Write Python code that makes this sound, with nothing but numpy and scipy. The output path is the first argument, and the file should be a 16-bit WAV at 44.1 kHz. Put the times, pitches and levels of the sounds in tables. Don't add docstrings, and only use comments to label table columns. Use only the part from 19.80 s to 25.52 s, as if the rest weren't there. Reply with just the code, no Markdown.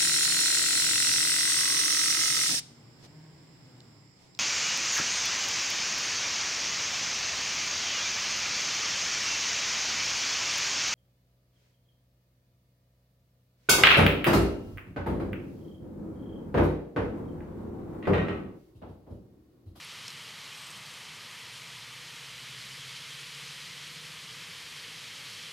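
import sys
import numpy as np
from scipy import signal
from scipy.fft import rfft, irfft
from scipy.io import wavfile

SR = 44100
rng = np.random.default_rng(int(sys.argv[2]) if len(sys.argv) > 2 else 0)


def dump_mix(stems):
    frames = np.atleast_2d(stems).T
    limited = np.clip(frames, -1, 1)
    pcm = np.round(limited * 32767).astype(np.int16)
    wavfile.write(sys.argv[1], SR, pcm)


N = 252252
TIME_S = np.arange(N) / SR
FREQ_HZ = np.arange(N // 2 + 1) * SR / N

# t/s, level/dB
BREEZE = [(0.0, -46), (0.25, -45.5), (0.4, -46), (1.55, -46.5), (2.15, -46), (3.2, -44.5), (4.41, -45),
          (5.64, -44.5), (5.72, -44.5)]
# f/Hz, relative level/dB
LEAF_SPECTRUM = [(170, -27.5), (260, -14.5), (400, -12.5), (720, -16.5), (1000, -8), (1200, -5.5),
                 (1500, -5.5), (2050, 0.3), (2750, 0.35), (4200, -2.5), (5500, -6.5), (7300, -11.5),
                 (10000, -14.5), (12500, -20), (14600, -27.5)]
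# f/Hz, width/Hz, lift/dB
LEAF_RIPPLES = [(2780, 340, -1.5), (3700, 140, -1.6), (4050, 270, 0.9)]
# f/Hz, relative level/dB
GRASS_SPECTRUM = [(1000, -33), (2500, -4), (4200, -1), (7000, -9), (10000, -16), (14500, -28)]
# t/s, half length/s, lift/dB
GRASS_EDDIES = [(0.265, .07, 3), (1.764, 0.054, 6), (3.25, 0.43, 2), (3.68, 0.077, 3), (4.15, 0.037, 3),
                (5.5, 0.21, 3)]
# nearest at t/s, time to drive their distance from us/s, rumble level/dB, tyre level/dB
CAR_PASSES = [(.92, 1, -58.5, -57.5), (5.3, 1, -59, -64.5)]
# f/Hz, relative level/dB
RUMBLE_SPECTRUM = [(20, -62), (35, -54), (48, -47), (60, -12), (70, -17), (84, -12), (105, -3.5),
                   (125, -0.5), (148, 1.5), (175, -2.5), (220, -10), (330, -17), (600, -30), (1500, -52)]
# f/Hz, relative level/dB
TYRE_SPECTRUM = [(300, -35), (520, -8.5), (640, -6.5), (780, -8.5), (930, 1), (1060, -3), (1220, 2),
                 (1450, -10), (2500, -40)]
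# t/s, level/dB, f/Hz
BLADE_CRACKS = [(.0468, -41, 10750), (1.008, -47, 10100), (1.140, -41, 7400), (3.548, -39, 5330),
                (3.68, -39, 6510)]
# f/Hz, relative level/dB, t60/s
STALK_RING = [(3400, -6, .01), (4160, -1, 0.016), (5300, 6, 0.015), (6870, -8, .012), (8660, -5, 0.014)]
# t/s, level/dB, tilt away from main mode/(dB/octave), t60 factor, pitch factor
STALK_SNAPS = [(0.2803, -33.7, -3, .85, 1), (0.3024, -34.5, -32, 1.5, .98)]
# t/s, half length/s, level/dB
INSECT_CHIRRS = [(0.518, .045, -68), (.84, 0.14, -62), (1.1, 0.056, -69)]
# t/s, level/dB, f/Hz
INSECT_TICKS = [(.780, -43, 8450), (.814, -41, 8400), (.821, -42, 8350), (.844, -42, 8300),
                (.869, -39, 8300), (.904, -38, 8200), (.912, -40, 8350), (.974, -41, 8150),
                (1.065, -45, 8330), (1.113, -46, 8220)]
# multiple of cycle rate, relative level/dB
EXHAUST_ORDERS = [(5, -15), (9, -3), (10, -0.5), (11, -16), (12, -8)]
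# f/Hz, relative level/dB
PUFF_SPECTRUM = [(60, -20), (90, -6), (140, 1), (190, 2), (310, -5), (520, -27)]


def undb(db):
    return 10 ** (np.asarray(db) / 20)


def unit(x):
    return x / np.sqrt(np.mean(x ** 2))


def noise(count=N):
    return rng.standard_normal(count)


def colour(x, spectrum, peaks=()):
    hz, db = np.transpose(spectrum)
    gain_db = np.interp(np.log(FREQ_HZ + 1), np.log(hz), db)
    for centre_hz, width_hz, lift_db in peaks:
        gain_db += lift_db / (1 + (2 * (FREQ_HZ - centre_hz) / width_hz) ** 2)
    return unit(irfft(rfft(x) * undb(gain_db), N))


def ring(x, hz, width_hz):
    return signal.lfilter(*signal.iirpeak(hz, hz / width_hz, fs=SR), x)


def walk(rate_hz):
    return unit(irfft(rfft(noise()) / (1 + (FREQ_HZ / rate_hz) ** 4), N))


def swell(at_s, half_s):
    return np.exp(-((TIME_S - at_s) / half_s) ** 2)


def flutter(x, rate_hz, depth_db, count=9):
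    spectrum = rfft(x)
    band_index = np.interp(np.log(FREQ_HZ + 1), np.log([700, 14000]), [0, count - 1])
    bands = (irfft(spectrum * np.maximum(1 - abs(band_index - k), 0), N) for k in range(count))
    return unit(sum(band * undb(depth_db * walk(rate_hz)) for band in bands))


def contacts(per_s, spread_db):
    hit = rng.random(N) < per_s / SR
    size_db = spread_db * np.minimum(rng.exponential(size=N), 5)
    return hit * rng.choice([-1, 1], N) * undb(size_db)


def knock(at_s, db, modes, crack_db=-8, rise_s=0.00026, crack_decay_s=0.0026):
    age_s = TIME_S[:SR // 10]
    body = sum(undb(mode_db - 60 * age_s / t60_s) * np.sin(2 * np.pi * hz * age_s)
               for hz, mode_db, t60_s in modes)
    crack = unit(ring(ring(noise(len(age_s)), 6500, 5000), 6500, 6000))
    crack *= undb(crack_db) * np.exp(-age_s / crack_decay_s)
    sound = undb(db) * (body + crack) * (1 - np.exp(-age_s / rise_s))
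    return np.pad(sound, (int(at_s * SR), N))[:N]


def leaves(breeze_db, gust_db):
    hiss = colour(noise(), LEAF_SPECTRUM, LEAF_RIPPLES)
    hiss = flutter(hiss, rate_hz=16, depth_db=0.67)
    brightening = ring(hiss, hz=4400, width_hz=3600) * (undb(0.5 * gust_db) - 1)
    return (hiss + brightening) * undb(breeze_db + 0.57 * gust_db)


def whistle(breeze_db, gust_db, centre_hz=3138, width_hz=510, relative_db=-10):
    pitch_hz = centre_hz * (1 + 0.004 * walk(1))
    phase = 2 * np.pi * np.cumsum(pitch_hz) / SR
    band = walk(width_hz / 2) * np.cos(phase) + walk(width_hz / 2) * np.sin(phase)
    tremble_db = walk(19)
    lift_db = 2 * swell(at_s=6, half_s=0.45)
    return unit(band * undb(tremble_db)) * undb(breeze_db + gust_db + relative_db + lift_db)


def grass(breeze_db, gust_db, relative_db=-11.5):
    stir_db = 1.4 * gust_db + sum(db * swell(at_s, half_s) for at_s, half_s, db in GRASS_EDDIES)
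    flurry = undb(stir_db + 0.3 * walk(9.9))
    rustle = colour(contacts(per_s=4500 * flurry, spread_db=1), GRASS_SPECTRUM)
    return flutter(rustle, rate_hz=28, depth_db=2.1) * undb(breeze_db + stir_db + relative_db)


def cars(wander_db=0.5):
    sound = np.zeros(N)
    for nearest_s, width_s, rumble_db, tyre_db in CAR_PASSES:
        rumble = colour(noise(), RUMBLE_SPECTRUM) * undb(rumble_db + wander_db * walk(2.2))
        tyres = colour(noise(), TYRE_SPECTRUM) * undb(tyre_db)
        distance_ratio = np.hypot(1, (TIME_S - nearest_s) / width_s)
        sound += (rumble + tyres) / distance_ratio
    return sound


def road_drone(start_db=-70.5, rise_db_per_s=0.72):
    drone = unit(ring(ring(noise(), 472, 76), 477, 105))
    return drone * undb(start_db + rise_db_per_s * TIME_S)


def dry_blades(t60_s=0.012):
    return sum(knock(at_s, db, [(hz, 0, t60_s)]) for at_s, db, hz in BLADE_CRACKS)


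def stalk():
    main_hz = STALK_RING[1][0]
    sound = np.zeros(N)
    for at_s, db, tilt_db_per_oct, t60_factor, pitch_factor in STALK_SNAPS:
        modes = []
        for hz, mode_db, t60_s in STALK_RING:
            octaves = abs(np.log2(hz / main_hz))
            modes.append((hz * pitch_factor, mode_db + tilt_db_per_oct * octaves, t60_s * t60_factor))
        sound += knock(at_s, db, modes, crack_db=-6.5)
    return sound


def insect(upper_hz=11850, t60_s=0.012):
    clicks = contacts(per_s=450, spread_db=2)
    main = unit(ring(ring(clicks, 7950, 450), 8400, 550))
    upper = undb(-9) * unit(ring(clicks, upper_hz, 300))
    envelope = sum(undb(db) * swell(at_s, half_s) for at_s, half_s, db in INSECT_CHIRRS)
    ticks = sum(knock(at_s, db, [(hz, 0, t60_s), (upper_hz, -12, t60_s)])
                for at_s, db, hz in INSECT_TICKS)
    return (main + upper) * envelope + ticks


def engine(start_s=1.35, attack_s=1.22, hold_s=1.7, release_s=0.7):
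    start_hz, rise_hz_per_s = 12.54, 0.84
    base_db, fade_db_per_s, puff_db = -57, 0.66, -9.5
    age_s = TIME_S - start_s
    throttle = np.interp(age_s, np.cumsum([0, attack_s, hold_s, release_s]), [0, 1, 1, 0])
    cycle_hz = (start_hz + rise_hz_per_s * age_s) * (1 + 0.0026 * walk(3.6))
    phase = 2 * np.pi * np.cumsum(cycle_hz) / SR
    note = sum(undb(db + 0.98 * walk(3.5)) * np.cos(order * phase) for order, db in EXHAUST_ORDERS)
    puffs = colour(noise(), PUFF_SPECTRUM) * (1 + np.cos(phase))
    exhaust = unit(note) + undb(puff_db) * unit(puffs)
    return exhaust * throttle * undb(base_db - fade_db_per_s * age_s)


def scene():
    wind_db = np.interp(TIME_S, *np.transpose(BREEZE))
    breeze_db = wind_db.mean()
    gust_db = wind_db - breeze_db
    mono = leaves(breeze_db, gust_db) + whistle(breeze_db, gust_db) + grass(breeze_db, gust_db)
    mono += cars() + road_drone() + dry_blades() + stalk() + insect() + engine()
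    return np.array([mono, mono])


def record(dry):
    cutoff_hz = 14550
    return signal.sosfilt(signal.ellip(10, 0.1, 70, cutoff_hz, fs=SR, output="sos"), dry)


dry = scene()
out = record(dry)
dump_mix(out)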